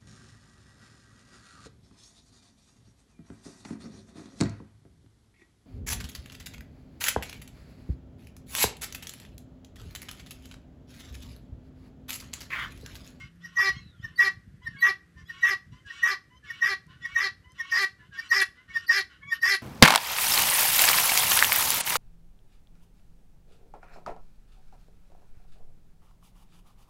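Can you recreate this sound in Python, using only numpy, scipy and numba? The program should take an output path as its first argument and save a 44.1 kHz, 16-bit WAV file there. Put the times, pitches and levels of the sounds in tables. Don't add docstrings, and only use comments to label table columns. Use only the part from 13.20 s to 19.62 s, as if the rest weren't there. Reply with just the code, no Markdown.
import sys
import numpy as np
from scipy import signal
from scipy.fft import rfft, irfft
from scipy.io import wavfile
from scipy.ndimage import uniform_filter1d
from numba import njit

SR = 44100
rng = np.random.default_rng(int(sys.argv[2]) if len(sys.argv) > 2 else 0)


def to_linear_factor(level_db):
    exponent = np.asarray(level_db, float) / 20
    return 10 ** exponent


def transcribe(u):
    v = np.clip(np.atleast_2d(u).T, -1, 1)
    q = np.round(v * 32767).astype(np.int16)
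    wavfile.write(sys.argv[1], SR, q)


N = 283122
SILENT_DB = -110

# (frequency [Hz], level [dB per Hz])
WIND_SPECTRUM = [(18, -43.5), (30, -12), (59, 4), (145, -1.5), (360, -26), (455, -35), (500, -46),
                 (1100, -120)]
# (peak time [s], level [dB])
GUSTS = [(0.06, -52.5), (0.6, -49.5), (0.841, -54.5), (1.28, -50), (1.502, -55.5), (2.019, -56.5),
         (2.53, -56), (3.15, -66), (3.279, -71), (3.46, -71), (3.701, -68), (3.849, -63), (4.2, -62.5),
         (4.92, -65), (5.5, -64), (6.06, -61.5)]
CALM_DB, CALMING_DB_PER_S = -62.5, 0.5
GUST_RISE_DB_PER_S, GUST_FALL_DB_PER_S = 100, 128
# (time [s], peak [dB])
THUMPS = [(0.046, -40), (0.556, -32), (0.605, -41.5), (0.788, -37.5), (0.838, -36.5), (1.161, -42.5),
          (1.264, -39.5), (1.329, -39), (1.476, -35), (1.538, -37.5), (2.027, -47), (2.488, -51),
          (2.549, -50), (3.689, -44.5), (3.789, -63)]
THUMP_HZ, THUMP_WIDTH_HZ, THUMP_S, THUMP_LAG_S = 125.4, 74, 0.0047, .009
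# (time [s], level [dB])
MOTOR_LEVEL = [(0.0, -61), (.1, -60), (.25, -50), (.45, -67), (2.09, -57), (2.61, -77), (6.42, -74.5)]
# (frequency [Hz], level [dB per Hz])
AIR_SPECTRUM = [(300, 0), (907, -19), (1030, -16), (1260, -11.5), (1970, -6.5), (2210, -15.5), (11900, -29),
                (15500, -41)]
AIR_DB = -66

# (time [s], length [s], pitch [Hz], partial 1 [dB], partial 2 [dB])
MATES = [(0, 0.032, 1087, -64, -51.5), (0.32, 0.018, 1110, -64, -88.5), (0.536, 0.057, 1087, -71, -56),
         (0.865, 0.11, 1038, -72, -76), (1.411, 0.078, 1030, -69, -62), (1.557, 0.15, 1133, -64, -55.5),
         (1.962, 0.072, 1058, -67.5, -72.5), (2.132, 0.09, 1123, -62, -59),
         (2.521, 0.083, 1022, -70.5, -68), (2.722, 0.057, 1135, -65, -60), (3.099, 0.075, 1015, -70, -66),
         (3.255, 0.099, 1115, -74, -55), (3.675, 0.055, 1052, -69, -105), (3.832, 0.17, 1124, -63, -54),
         (4.236, 0.088, 1020, -73, -68.5), (4.375, 0.19, 1109, -61.5, -57),
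         (4.787, 0.092, 1014, -71, -67.5), (4.943, 0.092, 1135, -66.5, -62),
         (5.364, 0.066, 1029, -74.5, -62), (5.498, 0.082, 1133, -74, -55), (6.016, 0.15, 1133, -63, -55)]
MATE_BRIGHT_DB = [-8, -7, 5.5, 0, 1, -0.5, -8, 0, -1, 2, 3.5, 1, -3, -1, 3.5, -2, -3, 7, 0.5, -13, -5]
MATE_UPPER_DB = [-22, -15.5, -13.5]
MATE_THIRD_DB = -6
MATE_SCOOP, MATE_SCOOP_S = .03, .025
# (time [s], length [s], start level [dB], brightness [dB])
FADES = [(0, 0.082, -49, -7), (0.503, 0.2, -51.5, -6), (0.831, 0.2, -56, -11.5), (1.981, 0.052, -58, -6),
         (2.526, 0.129, -60, -4), (3.697, 0.097, -60.5, -44), (4.798, 0.1245, -66.5, -18),
         (5.361, 0.12, -66, -40), (5.903, 0.22, -59, -25), (6.121, 0.062, -47, -25.5)]
FADE_DB_PER_S = 129
# (time [s], length [s], end level [dB])
SWELLS = [(0.215, 0.16, -57), (1.427, 0.32, -60), (2.087, 0.26, -50.5), (2.653, 0.19, -47.5),
          (3.247, 0.16, -50), (3.814, 0.15, -52.5), (4.355, 0.16, -52), (4.914, 0.17, -48.5),
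          (5.475, 0.18, -50.5), (6.018, 0.028, -40)]
SWELL_RISE_DB, SWELL_BRIGHT_DB = 5.5, -8
# (frequency [Hz], width [Hz], gain [dB])
FAR_MODES = [(1260, 58, -14), (1435, 62, 1), (1450, 227, -2.5), (1900, 300, -14), (2300, 110, -23),
             (2715, 330, -3.5)]
FLOCK_PATCHY_DB = 2.5
# (time [s], peak [dB], pitch [Hz])
FAR_CHIRPS = [(0.21, -63, 3480), (0.808, -60, 3490), (1.4274, -62, 3360), (2.0562, -58.5, 3390),
              (2.666, -61, 3370), (3.272, -54, 3484), (3.822, -49.5, 3470), (4.3804, -51, 3440),
              (4.9526, -53, 3360), (5.533, -50.5, 3398), (6.09, -48, 3410)]
FAR_GLIDE = [0.23, 0.3, .15, .12, .12, .05, 0.0415, 0.035, -0.018, 0.03, 0.041]
# (time [s], peak [dB], pitch [Hz])
FAR_CLUCKS = [(1.5417, -45, 1640), (1.9681, -49.5, 1791), (2.6559, -43.5, 1642), (2.7774, -50, 1814),
              (3.2342, -47.5, 1715), (3.8181, -41.5, 1900), (4.795, -53, 1725), (4.9227, -42.5, 1620),
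              (5.4846, -47, 1829), (6.0146, -51, 1733)]
# (time [s], pitch [Hz], level [dB])
FALLING_WHISTLE = [(0.51, 4300, -58), (0.6, 4140, -62.5), (0.69, 3920, -61), (0.76, 3400, -69),
                   (0.81, 3060, -68.5)]
# (time [s], pitch [Hz], level [dB])
LOW_PIPING = [(0.715, 1440, -79), (0.736, 1425, -66), (0.83, 1310, -73.5)]
# (time [s], pitch [Hz], level [dB])
PEEP = [(0.6, 2720, -65), (0.64, 2610, -67), (0.685, 2680, -72.5)]
# (time [s], peak [dB])
TICKS = [
    (0.159, -69),
    (3.667, -63),
    (4.32, -59),
]

# (time [s], peak [dB], pitch [Hz], length [s])
SHORT_CALLS = [(0.244, -36.5, 1886, 0.028), (0.841, -30.5, 1818, 0.021), (1.466, -28, 1828, 0.021),
               (2.0974, -31, 1865, 0.0187), (2.703, -33, 1869, 0.016), (3.302, -28.5, 1862, 0.018),
               (3.8509, -26.5, 1881, 0.018), (4.399, -25.5, 1860, 0.024), (4.985, -27, 1822, 0.023),
               (5.5567, -19.5, 1840, 0.027), (6.12, -17.5, 1844, 0.023)]
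# (rasp [dB], mouth resonance [dB], beak pitch [Hz])
SHORT_COLOUR = [(7, 0, 5640), (-0.5, 12, 5830), (-4.5, -2, 3700), (-1, 8.5, 5510), (3, 0, 5550),
                (0.5, 8, 5600), (-1.5, -8, 5500), (-5, -6.5, 5800), (8, 11, 5000), (3.5, 6.5, 5330),
                (1, 15, 5430)]
SHORT_OVERTONE_DB = [8.5, 5, 6.5, 5, 1, 5, 6.5, 11, 5, 3, 8]
SHORT_SAG = [.6, 1.1, 1.1, .6, .4, 1.2, .6, 1.1, 0.27, .6, 0.54]
# (time [lengths], level [dB], pitch above the middle [Hz], rasp [dB])
SHORT_SHAPE = [(-.7, -29, 80, -31.5), (-0.3, -19, 64.5, -19), (.1, -6, 31.5, -13), (0.22, -2, 4, -9.5),
               (.6, -1, -13.5, -6), (.8, -9.5, -17.5, -7.5), (0.97, -33, -18.5, -15)]
SHORT_RASP_DB, SHORT_LOW_DB = -19.5, -27.5
SHORT_RASP_TAIL_S, SHORT_LOOSENESS = .03, .4

# (time [s], whistle length [s], length [s], whistle [dB], buzz [dB])
LONG_CALLS = [(0.373, 0.025, 0.12, -25, -25.5), (0.995, 0.015, 0.087, -16.5, -26.5),
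              (1.629, 0.025, 0.079, -17.5, -26), (2.236, 0.02, 0.1, -17, -25.5),
              (2.836, 0.029, 0.1, -17.5, -30.5), (3.425, 0.024, 0.11, -19.5, -27.5),
              (3.964, 0.028, 0.11, -19, -27), (4.524, 0.046, .121, -22.5, -26.5),
              (5.117, 0.015, 0.11, -17, -26.5), (5.698, 0.023, 0.11, -15, -26.5),
              (6.233, 0.026, 0.12, -19, -25.5)]
# (whistle pitch [Hz], whistle gain [dB], broken whistle halfway [dB],
#                  at full buzz [dB], buzz halfway [dB])
LONG_COURSE = [(1899, 1.5, -8.5, 2.5, 5), (1901, -3.5, -7, 3.5, 4.5), (1896, -2.5, -4, 0, -2),
               (1890.5, -3.5, 0, -1, -5), (1882, -2.5, -2.5, .5, -1), (1875, 2, -2.5, -1.5, -2.5),
               (1867, -3.5, 1.5, -1.5, -0.5), (1855, 1.5, -2.5, 2, .5), (1867, 1, -7, 2, 5.5),
               (1857, -2.5, -2.5, .5, 1), (1856, -0.5, -1, 3, 0)]
# (beak pitch at whistle [Hz], at end [Hz], rasp under whistle [dB],
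#                  rasp in buzz [dB], mouth resonance [dB])
LONG_COLOUR = [(5490, 4620, 1, 0, 5.5), (5510, 4470, 3, -0.5, 6.5), (6000, 4200, 1.5, -2, 8),
               (5910, 4400, 1, -0.5, 8.5), (5960, 4480, 6.5, 6.5, 3.5), (5490, 4280, 4, 2, 7),
               (6000, 4410, -0.5, 1, 3), (5300, 3860, 4.5, -3, 2), (5390, 3750, 4, 1, 1.5),
               (5133, 3930, 5.5, -0.5, 2.5), (5260, 3900, 4, 1.5, 6)]
# (tuning [Hz], pitch arch [Hz], low voice [dB], buzz fundamental [dB])
LONG_VOICE = [(1900, 27, 0, 1.5), (1900, 52.5, 0, 0), (1900, 54, 1, 0.5), (1900, 58.1, -1.5, -1.5),
              (1900, 55.1, 4, 1.5), (1900, 52.8, 0., 1), (1900, 54.3, -0.5, -2), (1900, 58.2, -1, 2),
              (1900, 54, 1, 1.5), (1900, 49, -1, 0.5), (1900, 35, -4, 0.5)]
# (looseness of broken whistle [0-1], windpipe [dB], overtones [dB])
LONG_MANNER = [(0.87, -0.5, 5), (1, 1, -3), (.9, 3.5, -1), (.9, 1.5, -5), (0.93, 0, 1), (0.99, 3, 0.5),
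               (0.93, 3.5, 2.5), (0.79, 0, 2.5), (0.82, -2.5, 5.5), (0.8, 1, 0.5), (0.79, -2, -4)]
LOCK_SHARE = [0.728, 0.658, 0.698, 0.75, 0.777, 0.719, 0.686, 0.678, .43, 0.666, 0.725]
LOCK_SLACK = [.45, 0.6, .6, 0.53, 1.06, 0.67, 0.88, 0.79, 1.1, 1.1, 0.95]
CLOSE_S = [0.073, 0.049, 0.057, 0.072, 0.067, 0.073, 0.059, 0.076, 0.079, 0.071, 0.086]
LEAD_S, SWELL_S, BREAK_S, TAIL_S = .017, 0.00684, 0.0083, 0.021
STAGE_HZ = [1918, 1947.6, 1909, 1913]
STAGE_DRIFT_HZ_PER_S = [-1.5, 6.5, 0, 1.5]
WHISTLE_BEND_HZ = [35, 29.5, -0.5, 9.5]
WHISTLE_DB = [-29, -12.5, 2, 1.5]
BROKEN_DB = [-0.5, -3, -1.5, -28.5]
RASP_DB = [-26, -11.5, -11, -2, -3, 4, 0, -13.5]
LOW_DB = [-30.5, -61.5, -17.5, -6.5, -13.5, -12, -11.5, -25.5]
BUZZ_DB = [-57, -50, -54.5, -36, -33.5, -17.5, -17, -50.5]
CLEAR_SLACK = [0.18, .2, 0.23, 0.39]
ARCH_LOW_DB = 2
WANDER_HZ = 12
ROUNDING_S = 0.0029
OVERTONE_DB = [-42, -31.5, -53, -52, -45]

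# (time [s], gain [dB])
FACING = [(0, -10.5), (2.3, -15), (3.5, -14.5), (4.6, -7), (5.1, -6.5), (6.4, -8)]
FRONT_DB, PIPE_LAG = -1.5, 0.44
# (frequency [Hz], width [Hz], gain [dB])
PIPE_MODES = [(1334, 41, 15), (1464, 70, 17.5), (1677, 123, 26.5), (1803, 170, 23), (2321, 86, 11.5),
              (2657, 190, 5), (3487, 81, 7)]
LOCKED_PIPE_DB = -3
# (frequency [Hz], width [Hz], gain [dB])
BEAK_MODES = [(4280, 1260, 2), (4950, 754, 2.5), (5390, 148, 3), (6107, 340, 1)]
BEAK_REACH_HZ, PATCHY_DB = 563, 3
CLOSING_S, BEAK_LEAD_HZ, BEAK_SAG = 0.014, 300, 0.19
# (frequency [Hz], width [Hz], gain [dB])
HEAD_MODES = [(4100, 1800, -28), (7400, 2800, -14), (8230, 370, -4.5), (14300, 2000, -6)]
HEAD_WAKE_DB, PIPE_WAKE_DB = 10, 25
MOUTH_HZ, MOUTH_WIDTH_HZ, MOUTH_FOLLOWS = 11490, 1150, 0.55
PUFF_HZ, PUFF_WIDTH_HZ, PUFF_DB = 1410, 100, 16
RASP_FLOOR_HZ = 1020

# (time [s], length [s], pitch [Hz], level [dB])
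SQUEAKS = [(0.226, 0.039, 3940, -71), (0.33, 0.013, 3900, -70), (0.34, 0.034, 4220, -72),
           (0.956, 0.027, 4560, -48.5), (0.974, 0.039, 3950, -46.5), (1.442, 0.031, 3920, -63),
           (1.582, 0.037, 4540, -51.5), (1.6, 0.042, 4014, -45.5), (2.07, 0.038, 3945, -61.5),
           (2.204, 0.048, 3880, -53), (3.942, 0.012, 3955, -57), (4.494, 0.017, 4950, -53),
           (5.088, 0.016, 4400, -49), (5.102, 0.014, 4115, -49), (5.663, 0.025, 4587, -47),
           (5.665, 0.01, 5000, -54), (5.677, 0.015, 4137, -48), (6.2, 0.023, 4594, -57),
           (6.212, 0.021, 3970, -54)]
SQUEAK_SECOND_DB, SQUEAK_THIRD_DB = -16.5, 1
SWEET_HZ, SWEET_WIDTH_HZ = 12310, 330

# (delay [s], level [dB])
ECHOES = [
    (.012, -13.5),
    (.037, -18),
    (.062, -31.5),
    (0.11, -75.5),
]
# (time [s], echo gain [dB])
WALLWARD = [(0, 1.5), (4.6, .5), (5.1, -2), (6.0, -2), (6.42, -2.5)]
YARD_T60_S, YARD_DB, WALL_CUT_HZ = 0.28, -22.5, 10000
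MIC_TOP_HZ = 15800


def rms_one(x):
    return x / np.sqrt(np.mean(x ** 2) + 1e-20)


def joined(tables, levels, fade_s=.009):
    rows = []
    for table in tables:
        table = np.array(table, float)
        ends = table[[0, -1]].copy()
        ends[:, 0] += [-fade_s, fade_s]
        ends[:, levels] = SILENT_DB
        rows += [ends[0], *table, ends[1]]
    s, *columns = np.transpose(rows)
    return [np.interp(np.arange(N) / SR, s, c) for c in columns]


def slow(hz):
    r = np.exp(-2 * np.pi * hz / SR)
    noise = rng.standard_normal(N + 9000)
    return rms_one(signal.lfilter([1], [1, -2 * r, r * r], noise)[9000:])


def turns(hz):
    return 2 * np.pi * np.cumsum(hz) / SR


def band(x, low_hz, high_hz):
    return signal.sosfilt(signal.butter(2, [low_hz, high_hz], "band", fs=SR, output="sos"), x)


def coloured(points):
    hz, db = np.transpose(points)
    gain = to_linear_factor(np.interp(np.log(np.fft.rfftfreq(N, 1 / SR) + 1), np.log(hz), db))
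    return rms_one(irfft(rfft(rng.standard_normal(N)) * gain, N))


def resonate(x, modes):
    out = 0
    for k, (hz, width_hz, db) in enumerate(modes):
        r = np.exp(-np.pi * width_hz / SR)
        top = [(1 - r * r) / 2, 0, (r * r - 1) / 2]
        bottom = [1, -2 * r * np.cos(2 * np.pi * hz / SR), r * r]
        out = out + (-1) ** k * to_linear_factor(db) * signal.lfilter(top, bottom, x)
    return out


@njit
def moving(x, hz, r, rate):
    y = np.zeros(len(x))
    for i in range(2, len(x)):
        push = (1 - r * r) / 2 * (x[i] - x[i - 2])
        y[i] = push + 2 * r * np.cos(2 * np.pi * hz[i] / rate) * y[i - 1] - r * r * y[i - 2]
    return y


def wind_db():
    t = np.arange(N) / SR
    power = to_linear_factor(CALM_DB - CALMING_DB_PER_S * t)
    for s, db in GUSTS:
        power = power + to_linear_factor(db - np.maximum(GUST_RISE_DB_PER_S * (s - t), GUST_FALL_DB_PER_S * (t - s)))
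    return 20 * np.log10(power)


def thumps():
    push = np.zeros(N)
    bump = np.hanning(int(THUMP_S * SR))
    for s, db in THUMPS:
        at = int((s + THUMP_LAG_S) * SR)
        push[at:at + len(bump)] = to_linear_factor(db) * bump
    return resonate(push, [(THUMP_HZ, THUMP_WIDTH_HZ, 7)])


def background():
    wind = to_linear_factor(wind_db() + 4.1 * slow(28)) * coloured(WIND_SPECTRUM)
    motor = to_linear_factor(joined([MOTOR_LEVEL], [])[0] + 2.0 * slow(0.68)) * np.sin(turns(np.full(N, 172.)))
    air = to_linear_factor(AIR_DB + 0.4 * slow(12)) * coloured(AIR_SPECTRUM)
    return wind + thumps() + motor + air


def mates():
    out = np.zeros(N)
    waver = 1 + 0.005 * slow(60)
    flutter = [to_linear_factor(5.0 * slow(27)) for k in range(3)]
    for (s, length_s, hz, first_db, second_db), bright_db in zip(MATES, MATE_BRIGHT_DB):
        u = np.linspace(0, 1, int((length_s + 0.016) * SR))
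        span = slice(int(s * SR), int(s * SR) + len(u))
        one, two, three = [f[span] for f in flutter]
        scoop = MATE_SCOOP * np.exp(-u * length_s / MATE_SCOOP_S)
        phase = turns(hz * (1 + 0.31 * length_s * (u - .5) - scoop) * waver[span])
        weak = sum(to_linear_factor(db) * np.sin((k + 4) * phase) for k, db in enumerate(MATE_UPPER_DB))
        upper = np.sin(3 * phase) + 2 * u * one * weak
        third_db = (first_db + second_db) / 2 + MATE_THIRD_DB + bright_db
        note = to_linear_factor(first_db) * one * np.sin(phase) + to_linear_factor(second_db) * two * np.sin(2 * phase)
        note += to_linear_factor(third_db) * three * upper
        out[span] += to_linear_factor(4.5) * np.minimum(1, 9 * u) * np.minimum(1, 4 * (1 - u)) * note
    return out


def beating(high_turn, low_turn, low_share, breath_db):
    flow = np.exp(4.0 * np.cos(high_turn) + 4.5 * low_share * np.cos(low_turn))
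    push = np.diff(flow, prepend=1)
    out = push / np.sqrt(uniform_filter1d(push ** 2, size=500))
    out = out + to_linear_factor(breath_db) * rng.standard_normal(N)
    for lag in (23, 37, 59):
        loop = np.r_[1, np.zeros(lag - 1), -.55]
        out = signal.lfilter(loop[::-1], loop, out)
    return out


def patchy(x, modes):
    return rms_one(sum(to_linear_factor(FLOCK_PATCHY_DB * slow(14)) * resonate(x, [mode]) for mode in modes))


def flock_rasps():
    swells = [[(s, db - SWELL_RISE_DB, SWELL_BRIGHT_DB), (s + length_s, db, SWELL_BRIGHT_DB)]
              for s, length_s, db in SWELLS]
    fades = [[(s, db, top_db), (s + length_s, db - FADE_DB_PER_S * length_s, top_db)]
             for s, length_s, db, top_db in FADES]
    db, top_db = joined(sorted(swells + fades), [1], fade_s=.012)
    high_turn = turns(1850 + 40 * slow(12)) + slow(90)
    low_turn = turns(1120 + 30 * slow(12)) + .6 * slow(60)
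    source = beating(high_turn, low_turn, low_share=.8, breath_db=-17)
    top = patchy(source, [(3150, 190, -3.5), (3880, 85, -1.5), (4880, 200, -4), (5650, 350, -2),
                          (7100, 2100, -11.5), (11700, 2600, -12.5)])
    body = rms_one(band(patchy(source, FAR_MODES), low_hz=945, high_hz=5000))
    hollow = to_linear_factor(np.minimum(-24.5 - 1.65 * top_db, 3)) * rms_one(resonate(source, [(1487, 64, 0)]))
    swell = uniform_filter1d(uniform_filter1d(to_linear_factor(db), size=900), size=900)
    return swell * to_linear_factor(0.52 * slow(29)) * (body + hollow + to_linear_factor(top_db + 1.0 * slow(20)) * top)


def chirps(events, length_s, glide, upper_db):
    out, u = np.zeros(N), np.linspace(0, 1, int(length_s * SR))
    for (s, db, hz), rise in zip(events, np.resize(glide, len(events))):
        at = int((s - .2 * length_s) * SR)
        phase = turns(hz * (1 + rise * (u - .5)))
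        tone = np.sin(phase) + to_linear_factor(upper_db) * (np.sin(3 * phase / 2) + .5 * np.sin(2 * phase))
        out[at:at + len(u)] += to_linear_factor(db) * np.sin(np.pi * u) ** 2 * tone
    return out


def whistle_bird(rows, waver_rad):
    hz, db = joined([rows], [2])
    return np.sqrt(2) * to_linear_factor(db - 2 + 4 * slow(40)) * np.sin(turns(hz) + waver_rad * slow(110))


def flock():
    notes = mates() + flock_rasps()
    notes += chirps(FAR_CHIRPS, length_s=0.051, glide=FAR_GLIDE, upper_db=-9.0)
    notes += chirps(FAR_CLUCKS, length_s=0.081, glide=-0.043, upper_db=-48.5)
    return notes + whistle_bird(FALLING_WHISTLE, .9) + whistle_bird(LOW_PIPING, .3) + whistle_bird(PEEP, .4)


def ticks():
    clicks = np.zeros(N)
    decay = np.exp(-np.arange(40) / 14)
    for s, db in TICKS:
        clicks[int(s * SR):int(s * SR) + 40] = to_linear_factor(db + 15.0) * rng.standard_normal(40) * decay
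    return band(clicks, low_hz=5560, high_hz=12300)


def short_rows():
    calls = []
    t, d, sag_hz, late_db = np.transpose(SHORT_SHAPE)
    for call, colour, ring_db, share in zip(SHORT_CALLS, SHORT_COLOUR, SHORT_OVERTONE_DB, SHORT_SAG):
        s, db, hz, length_s = call
        rasp_db, mouth_db, beak_hz = colour
        rasp = db + SHORT_RASP_DB + rasp_db + late_db
        held = np.outer([mouth_db, SHORT_LOOSENESS, 0, ring_db], np.ones(len(t)))
        rows = np.transpose([s + t * length_s, hz + share * sag_hz, db + d, db + d - 52.5,
                             db + SHORT_LOW_DB + d, rasp, *held]).tolist()
        tail = np.add(rows[-1], [SHORT_RASP_TAIL_S, 0, -30, -30, -30, -12.5, 0, 0, 0, 0])
        calls.append(rows + [tail.tolist()])
    return calls


def long_rows():
    calls = []
    for call, lock, colour, voice, manner, course, tight in zip(
            LONG_CALLS, LOCK_SHARE, LONG_COLOUR, LONG_VOICE, LONG_MANNER, LONG_COURSE, LOCK_SLACK):
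        s, whistle_s, length_s, db, buzz_db = call
        whistle_hz, gain_db, half_db, full_db, half_buzz_db = course
        open_hz, shut_hz, early_db, late_db, mouth_db = colour
        tuning_hz, arch_hz, low_db, root_db = voice
        rasp_s = whistle_s + BREAK_S
        lock_s = rasp_s + lock * (length_s - rasp_s)
        times = [-LEAD_S, -SWELL_S, 0, whistle_s, rasp_s, lock_s, length_s, length_s + TAIL_S]
        late_hz = (STAGE_HZ + np.multiply(STAGE_DRIFT_HZ_PER_S, s)) * tuning_hz / 1900
        hz = np.r_[np.add(whistle_hz, WHISTLE_BEND_HZ), late_hz]
        whistle_db = np.r_[np.add(db, WHISTLE_DB), np.add(buzz_db, BROKEN_DB)]
        whistle_db = whistle_db + [0, 0, 0, gain_db, 0, full_db, full_db, 0]
        facing_db = np.interp(s, *np.transpose(FACING))
        rasp_db = np.add(RASP_DB, facing_db) + np.repeat([early_db, late_db], [5, 3])
        voices = buzz_db + np.array([np.add(BUZZ_DB, root_db), np.add(LOW_DB, low_db), rasp_db])
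        held = np.outer([mouth_db, *manner], np.ones(len(times)))
        rows = np.transpose([np.add(s, times), hz, whistle_db, *voices, *held])
        rows[:, 7] *= [*CLEAR_SLACK, 1.1, tight, tight, tight]
        arch = (rows[4] + rows[5]) / 2
        arch = arch + [0, arch_hz, half_db, half_buzz_db, ARCH_LOW_DB, 0, 0, 0, 0, 0]
        arch[7] = rows[4, 7]
        calls.append([*rows[:5].tolist(), arch.tolist(), *rows[5:].tolist()])
    return calls


def beak_rows():
    rows = []
    for (s, db, tone_hz, length_s), (rasp_db, mouth_db, hz) in zip(SHORT_CALLS, SHORT_COLOUR):
        rows.append([(s - length_s, hz), (s + 2 * length_s, hz)])
    for (s, whistle_s, length_s, *levels), (high, low, *rest), close in zip(LONG_CALLS, LONG_COLOUR, CLOSE_S):
        rows.append([(s - LEAD_S, high + BEAK_LEAD_HZ), (s + LEAD_S, high),
                     (s + close - CLOSING_S, high + BEAK_SAG * (low - high)),
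                     (s + close + CLOSING_S, low), (s + length_s + TAIL_S, low)])
    return sorted(rows)


def throat(source, rough, locked, slack, low_db, pipe_db, mouth_db):
    centre_hz = joined(beak_rows(), [])[0] * (1 + .03 * slow(40))
    beak = 0
    for mode in BEAK_MODES:
        reach = 1 / (1 + ((centre_hz - mode[0]) / BEAK_REACH_HZ) ** 2) ** 2
        beak = beak + to_linear_factor(PATCHY_DB * slow(30)) * resonate(resonate(source, [mode]), [mode]) * reach
    open_db = np.clip(.7 * (low_db + 45), -20, 0)
    tight = np.minimum(slack - .4, 0)
    head = to_linear_factor(open_db + HEAD_WAKE_DB * tight + 2.8 * slow(29)) * resonate(source, HEAD_MODES)
    turned_db = PIPE_LAG * (joined([FACING], [])[0] - FRONT_DB)
    windpipe_db = open_db - turned_db + LOCKED_PIPE_DB * locked + pipe_db + PIPE_WAKE_DB * tight
    rasp = to_linear_factor(windpipe_db) * resonate(source, PIPE_MODES) + head + to_linear_factor(9.0) * beak
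    puff = resonate(band(source, low_hz=1110, high_hz=1700), [(PUFF_HZ, PUFF_WIDTH_HZ, PUFF_DB)])
    rasp += (1 - rough) * puff
    mouth_hz = MOUTH_HZ + MOUTH_FOLLOWS * (centre_hz - 5250)
    r = np.exp(-np.pi * MOUTH_WIDTH_HZ / SR)
    mouth = moving(moving(source, mouth_hz, r, SR), mouth_hz, r, SR)
    rasp += to_linear_factor(mouth_db + 1.0 * slow(30)) * mouth
    rasp = signal.sosfilt(signal.butter(6, RASP_FLOOR_HZ, "high", fs=SR, output="sos"), rasp)
    return rasp / np.sqrt(uniform_filter1d(band(rasp, low_hz=3500, high_hz=7000) ** 2, size=900))


def guineafowl():
    columns = joined(sorted(long_rows() + short_rows()), [2, 3, 4, 5])
    hz, whistle_db, buzz_db, low_db, rasp_db, mouth_db, slack, pipe_db, ring_db = columns
    locked = np.clip((buzz_db - low_db + 25.0) / 12, 0, .85)
    rough = np.clip((rasp_db - whistle_db + 20.5) / 12, .03, 1)
    loose = np.clip(slack, 0, 1.3) * rough * (1 - 0.54 * locked)
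    cycle = turns((hz + WANDER_HZ * loose * slow(25)) / 5)
    high_turn = 5 * cycle + .9 * loose * slow(150)
    drift = (.4 + 1.3 * rough) * slow(40) + (.3 + .3 * rough) * slow(250)
    low_turn = 3 * cycle + (1 - locked) * drift
    whistle = (1 + 1.22 * loose * slow(110)) * np.sin(high_turn) / np.sqrt(1 + 1.8 * loose ** 2)
    for k, db in enumerate(OVERTONE_DB):
        whistle += to_linear_factor(db + ring_db + 4.6 * slow(60)) * np.sin((k + 2) * high_turn)
    low = (1 + 0.95 * loose * slow(46)) * np.sin(low_turn)
    buzz = np.sin(cycle) + to_linear_factor(-4.5) * np.sin(2 * cycle + 1) + to_linear_factor(2.0) * np.sin(2 * low_turn)
    low_share = np.clip(.42 + .6 * rough + locked, 0, 1)
    source = beating(high_turn, low_turn, low_share, breath_db=-12 + 7 * loose)
    rasp = throat(source, rough, locked, slack, low_db, pipe_db, mouth_db)
    whistle_gain = uniform_filter1d(to_linear_factor(whistle_db), size=int(ROUNDING_S * SR))
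    tones = whistle_gain * whistle + to_linear_factor(low_db) * low + to_linear_factor(buzz_db) * buzz
    return np.sqrt(2) * tones + to_linear_factor(rasp_db) * rasp


def squeaks():
    out, waver = np.zeros(N), 0.25 * slow(120)
    for s, length_s, hz, db in SQUEAKS:
        u = np.linspace(0, 1, int(length_s * SR))
        span = slice(int(s * SR), int(s * SR) + len(u))
        phase = turns(hz * (1 + 0.014 * (u - .5))) + waver[span]
        third = to_linear_factor(SQUEAK_THIRD_DB) / (1 + ((3 * hz - SWEET_HZ) / SWEET_WIDTH_HZ) ** 2)
        tone = np.sin(phase) + to_linear_factor(SQUEAK_SECOND_DB) * np.sin(2 * phase) + third * np.sin(3 * phase)
        out[span] += np.sqrt(2) * to_linear_factor(db) * np.sin(np.pi * u) * tone
    return out


def yard(x):
    t = np.arange(int(.8 * SR)) / SR
    response = to_linear_factor(YARD_DB - 22.5 - 60 * t / YARD_T60_S) * rng.standard_normal(len(t)) * (t > .008)
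    for s, db in ECHOES:
        response[int(s * SR)] += to_linear_factor(db)
    response = signal.lfilter(*signal.butter(1, [500, WALL_CUT_HZ], "band", fs=SR), response)
    return signal.fftconvolve(x, response)[:N]


def scene():
    birds = flock() + ticks() + guineafowl() + squeaks()
    echoes = yard(to_linear_factor(joined([WALLWARD], [])[0]) * birds)
    return (background() + birds + echoes)[None]


def roll_off(x):
    return signal.sosfilt(signal.butter(12, 15700, fs=SR, output="sos"), x)


def record(dry):
    dry = signal.sosfilt(signal.cheby2(10, 50, MIC_TOP_HZ, fs=SR, output="sos"), dry)
    mix = signal.sosfilt(signal.butter(3, 45, "high", fs=SR, output="sos"), dry)
    return roll_off(mix)


dry = scene()
out = record(dry)
transcribe(out)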